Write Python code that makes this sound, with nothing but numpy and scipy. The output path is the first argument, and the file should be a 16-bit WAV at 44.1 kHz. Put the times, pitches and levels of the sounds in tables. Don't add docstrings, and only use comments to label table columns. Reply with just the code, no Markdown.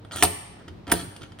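import sys
import numpy as np
from scipy import signal
from scipy.fft import rfft, irfft
from scipy.io import wavfile

SR = 44100
rng = np.random.default_rng(int(sys.argv[2]) if len(sys.argv) > 2 else 0)


def waveform_to_disk(signal):
    frames = np.transpose(np.atleast_2d(signal))
    scaled = np.clip(frames, -1, 1) * 32767
    samples = np.round(scaled).astype(np.int16)
    wavfile.write(sys.argv[1], SR, samples)


N = 61739

# t/s, gain/dB for bass, hollow, middle, treble, coin ring
BLOWS = [(.2251, -4.5, -1.5, 1.5, 1.5, -9.5), (.2285, -20.5, -1.5, -6.5, -3, -7),
         (.2348, -0.5, 3, -10.5, 1.5, 0), (.2392, -26.5, -15, -29, -3.5, -5.5),
         (.2450, -42, -42, -22, -12.5, -12), (.2513, -12.5, -11, -13.5, -8, -23),
         (.9160, -44, -50, -3, -27, -10), (.9181, -19.5, -4.5, -18.5, 1, -42),
         (.9203, -10, -10.5, 3.5, -19.5, -7), (.9229, -0.5, -12.5, -29.5, 2, -35),
         (.9272, -5, -12, -25.5, -33, -33), (.9388, -4.5, -15, -21, -15, -24)]
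# t/s, gain/dB for bass, middle, treble, coin ring
TICKS = [(0.0487, -27, -29.5, -54, -41), (0.1113, -33, -18.5, -50.5, -57), (0.1192, -27.5, -19.5, -29, -34),
         (0.1601, -14, -22, -11.5, -16), (0.17, -54, -11.5, -44, -18), (0.185, -43, -13.5, -45, -36),
         (0.5915, -51, -39, -59, -58), (0.6799, -17.5, -32.5, -40, -53), (0.6824, -37.5, -23, -34.5, -56),
         (0.869, -32, -24.5, -34, -57), (0.8791, -19, -21.5, -32, -43), (0.8987, -30, -17.5, -32, -26),
         (1.1635, -40, -24, -29, -32.5), (1.2122, -21, -30, -52, -53), (1.2190, -37, -24.5, -33, -58),
         (1.2320, -45, -27, -30, -52), (1.237, -39, -26.5, -39, -49), (1.3206, -35, -29, -40.5, -57.5),
         (1.388, -28, -28, -36, -34), (1.3955, -61, -21.5, -32, -38.5)]
# t/s, length/s, gain/dB for bass, middle, treble, coin ring
SLIDES = [(0.114, 0.057, -20.5, -17, -24, -23), (0.151, 0.089, -14.5, -11.5, -11.5, -30),
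          (0.582, 0.043, -21, -37, -51, -51), (0.871, 0.063, -8, -9.5, -38, -32.5),
          (0.932, 0.1, -15.5, -10.5, -19.5, -54), (1.203, 0.066, -41, -22.5, -43, -58)]
# f/Hz, level/dB, t60/s
BODY_MODES = [(86.4, -24, 0.37), (175, -26, 0.136), (293.8, -26.5, 0.23), (350, -22.5, 0.12),
              (423.7, -25.5, 0.09), (572, -27, 0.083), (702, -15.5, 0.052), (766, -17, 0.039),
              (945, -20.5, 0.066), (1220, -23.5, 0.023), (1346.5, -23.5, .05), (1831, -21, 0.04),
              (2894, -25, 0.03), (3350, -19.5, 0.017)]
# f/Hz, level/dB, t60/s
COIN_MODES = [(8700, -16, 0.062), (8480, -33.5, 0.46), (8730, -33.5, 0.64), (9000, -34.5, 0.64),
              (8900, -39.5, 0.67), (9460, -37, .2), (9720, -23, .08), (10570, -31, 0.042),
              (14100, -25, 0.055)]
# f/Hz, level/dB, t60/s
WALL_MODES = [(1444, -25.5, 0.048), (1760, -43, .04), (3207, -20, 0.03), (3460, -26.5, 0.02),
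              (4810, -26.5, 0.026)]
# f/Hz, gain/dB
CRACK_EQ = [(60, -9), (300, 4), (800, 12), (2000, 6), (4000, 5.5), (5200, 4), (7300, -4), (8700, 2.5),
            (10300, 5.5), (11800, -9.5), (14500, -2), (16000, -16)]
# f/Hz, gain/dB
RATTLE_EQ = [(100, -3.5), (300, 1), (520, -3.5), (850, -8), (1350, 2), (1750, -0.5), (2300, -3), (3300, 0),
             (4200, -0.5), (5000, 0), (7000, 4), (10000, -2.5), (12000, -4), (15500, -5)]
# t/s, length/s, level/dB
PRESSES = [(0.134, 0.17, -44.5), (0.69, 0.132, -42.5), (0.951, 0.155, -42.5), (1.192, 0.073, -41.5)]
# f/Hz, relative level/dB
RUMBLE_EQ = [(30, -14), (60, -3.5), (95, 7.5), (130, -0.5), (180, -1), (230, -11), (320, -0.5),
             (430, -13.5), (700, -37.5), (2000, -55)]
# f/Hz, level/dB, t60/s
NEAR_ECHOES = [(80, -7.5, 0.055), (293.5, -4.5, 0.39), (1000, -6, 0.069), (2860, -4, 0.15),
               (9000, -3, 0.051), (14400, 4.5, 0.022)]
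# f/Hz, level/dB, t60/s
ROOM_TAIL = [(80, -10.5, .4), (315, -6, 0.35), (694, -7, 1), (1070, -11.5, 0.99), (2200, -10.5, 0.95),
             (4700, -12.5, 0.91), (7320, -9.5, 0.61), (9000, -14, 0.57), (11760, -7, 0.36),
             (15700, -8.5, 0.43)]
# f/Hz, coherence (-1 to 1)
COHERENCE = [(60, .95), (130, 0.78), (290, 0.83), (640, -0.1), (3100, 0.056), (15000, 0.039)]
# f/Hz, relative level/dB
ROOM_NOISE_EQ = [(25, -13), (55, -0.5), (100, 1), (140, 0.5), (330, -5.5), (500, -8.5), (900, -13),
                 (2000, -23.5), (4000, -27.5), (8000, -44), (15000, -51)]
# f/Hz, level/dB
HUM_LINES = [(99, -52.5), (175, -59), (300, -62.5), (351, -76)]

BLOW_BANDS_HZ, LIGHT_BANDS_HZ = (330, 760, 2200, 9300), (330, 2200, 9300)
FREQS_HZ = np.fft.rfftfreq(N, 1 / SR)


def tube():
    hard, light = np.zeros((2, 2, N))
    for start_s, *gains_db, coin_db in BLOWS:
        add(hard, start_s, contact(BLOW_BANDS_HZ, gains_db, coin_db, crack_s=0.0017))
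    for start_s, bass_db, middle_db, treble_db, coin_db in TICKS:
        gains_db = (bass_db, middle_db, treble_db)
        tick = contact(LIGHT_BANDS_HZ, gains_db, coin_db, crack_s=0.0029, click_db=-5)
        add(light, start_s, amp(-3.5) * tick)
        add(light[0], start_s, amp(middle_db) * ring(WALL_MODES, detune=0.015))
    for start_s, length_s, *gains_db, coin_db in SLIDES:
        train = slips(length_s)
        slip = contact(LIGHT_BANDS_HZ, gains_db, coin_db, crack_s=0.00063)
        add(light, start_s, signal.fftconvolve(train[None], slip, axes=1))
    light = colour(light, RATTLE_EQ)[:, :N]
    low_cut = signal.butter(3, 69, "high", fs=SR)
    return signal.lfilter(*low_cut, np.array([hard, light]))


def contact(bands_hz, gains_db, coin_db, crack_s, crack_db=7.5, click_db=-7.5):
    t = np.arange(SR // 20) / SR
    crack = rng.standard_normal(len(t)) * np.exp(-t / crack_s)
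    crack *= amp(crack_db) / np.linalg.norm(crack)
    crack[0] += amp(click_db)
    knock = ring(BODY_MODES, detune=0.012)
    rows = np.array([knock, np.zeros_like(knock)])
    add(rows[1], 0, colour(crack[None], CRACK_EQ)[0])
    sound = colour(rows, list(zip(bands_hz, gains_db)))
    add(sound[1], 0, amp(coin_db) * ring(COIN_MODES, detune=0.0086, count=4))
    return sound


def ring(modes, detune, count=1):
    t = np.arange(SR // 3) / SR
    out = 0
    for hz, db, t60_s in modes:
        detuned_hz = hz * (1 + detune * rng.standard_normal((count, 1)))
        out = out + amp(db - 60 * t / t60_s) * np.sin(2 * np.pi * detuned_hz * t).sum(0)
    return out / np.sqrt(count)


def slips(length_s, rate_hz=2200, spread_db=4.5):
    samples = int(length_s * SR)
    chance, size, sign = rng.random((3, SR // 4))[:, :samples]
    strength = amp(-spread_db * np.log(size + 0.09))
    train = (chance < rate_hz / SR) * strength * np.sign(sign - 0.5)
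    train *= np.sqrt(np.sin(np.pi * np.arange(samples) / samples))
    return train / (np.linalg.norm(train) + 1e-9)


def colour(x, eq, size=2048):
    log_gain = np.log(amp(lookup(eq, abs(np.fft.fftfreq(size, 1 / SR)))))
    response = np.exp(np.conj(signal.hilbert(log_gain)))
    taps = np.fft.ifft(response).real[:size // 2]
    return signal.fftconvolve(x, taps[None], axes=1)


def lookup(points, hz, column=1):
    table = np.array(points, float)
    return np.interp(np.log(hz + 1), np.log(table[:, 0] + 1), table[:, column])


def add(mix, start_s, sound):
    part = mix[..., round(start_s * SR):][..., :sound.shape[-1]]
    part += sound[..., :part.shape[-1]]


def amp(db):
    return 10 ** (np.asarray(db) / 20)


def unit_rms(x):
    return x / np.sqrt(np.mean(x ** 2) + 1e-20)


def hand(ramp_s=0.02, fade_db=-3.5):
    effort = np.zeros(N)
    for start_s, length_s, db in PRESSES:
        t = np.arange(0, length_s, 1 / SR)
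        gate = np.minimum(np.minimum(t, length_s - t) / ramp_s, 1)
        add(effort, start_s, amp(db + fade_db * t / length_s) * gate)
    return effort * shaped_noise(RUMBLE_EQ)


def echoes(x, bands, rise_s):
    hz, t, spectra = signal.stft(diffuse_noise(), SR, nperseg=256)
    t60_s = lookup(bands, hz, column=2)[:, None]
    decay = amp(lookup(bands, hz)[:, None] - 60 * t / t60_s)
    energy_norm = np.sqrt(2 * np.log(1000) / (t60_s * SR))
    tail = signal.istft(spectra * decay * energy_norm, SR, nperseg=256)[1][:, :N]
    tail *= 1 - np.exp(-np.arange(N) / SR / rise_s)
    return signal.fftconvolve(x[None], tail, axes=1)[:, :N]


def diffuse_noise():
    left, independent = rfft(rng.standard_normal((2, N)))
    coherence = lookup(COHERENCE, FREQS_HZ)
    right = coherence * left + np.sqrt(1 - coherence ** 2) * independent
    return irfft(np.array([left, right]), N)


def shaped_noise(eq):
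    return unit_rms(irfft(rfft(diffuse_noise()) * amp(lookup(eq, FREQS_HZ)), N))


def room_noise(level_db=-48.5):
    return amp(level_db) * shaped_noise(ROOM_NOISE_EQ)


def hum(waver_depth=0.2, waver_hz=3):
    t = np.arange(N) / SR
    low_pass = np.exp(-(FREQS_HZ / waver_hz) ** 2)
    out = 0
    for hz, db in HUM_LINES:
        waver = waver_depth * unit_rms(irfft(rfft(rng.standard_normal((2, N))) * low_pass, N))
        phase = 2 * np.pi * (hz * t + rng.random())
        out = out + amp(db) * unit_rms((1 + waver[0]) * np.sin(phase) + waver[1] * np.cos(phase))
    return out


def scene(right_lag_s=3.9e-5):
    hard, light = tube()
    source = (hard + light).sum(0)
    delayed = irfft(rfft(source) * np.exp(-2j * np.pi * FREQS_HZ * right_lag_s), N)
    direct = np.array([amp(-1) * source, amp(1) * delayed])
    knock, clack = hard + amp(3) * light
    room = echoes(amp(-6.5) * knock + clack, ROOM_TAIL, rise_s=0.004)
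    near = echoes(source, NEAR_ECHOES, rise_s=0.0004)
    return direct + near + room + hand() + room_noise() + hum()


def record(dry, ceiling=0.9, cutoff_hz=16100):
    limited = dry / (1 + (abs(dry) / ceiling) ** 6) ** (1 / 6)
    taps = signal.firwin(301, cutoff_hz, window=("kaiser", 8), fs=SR)
    return signal.oaconvolve(limited, taps[None], "same")


dry = scene()
out = record(dry)
waveform_to_disk(out)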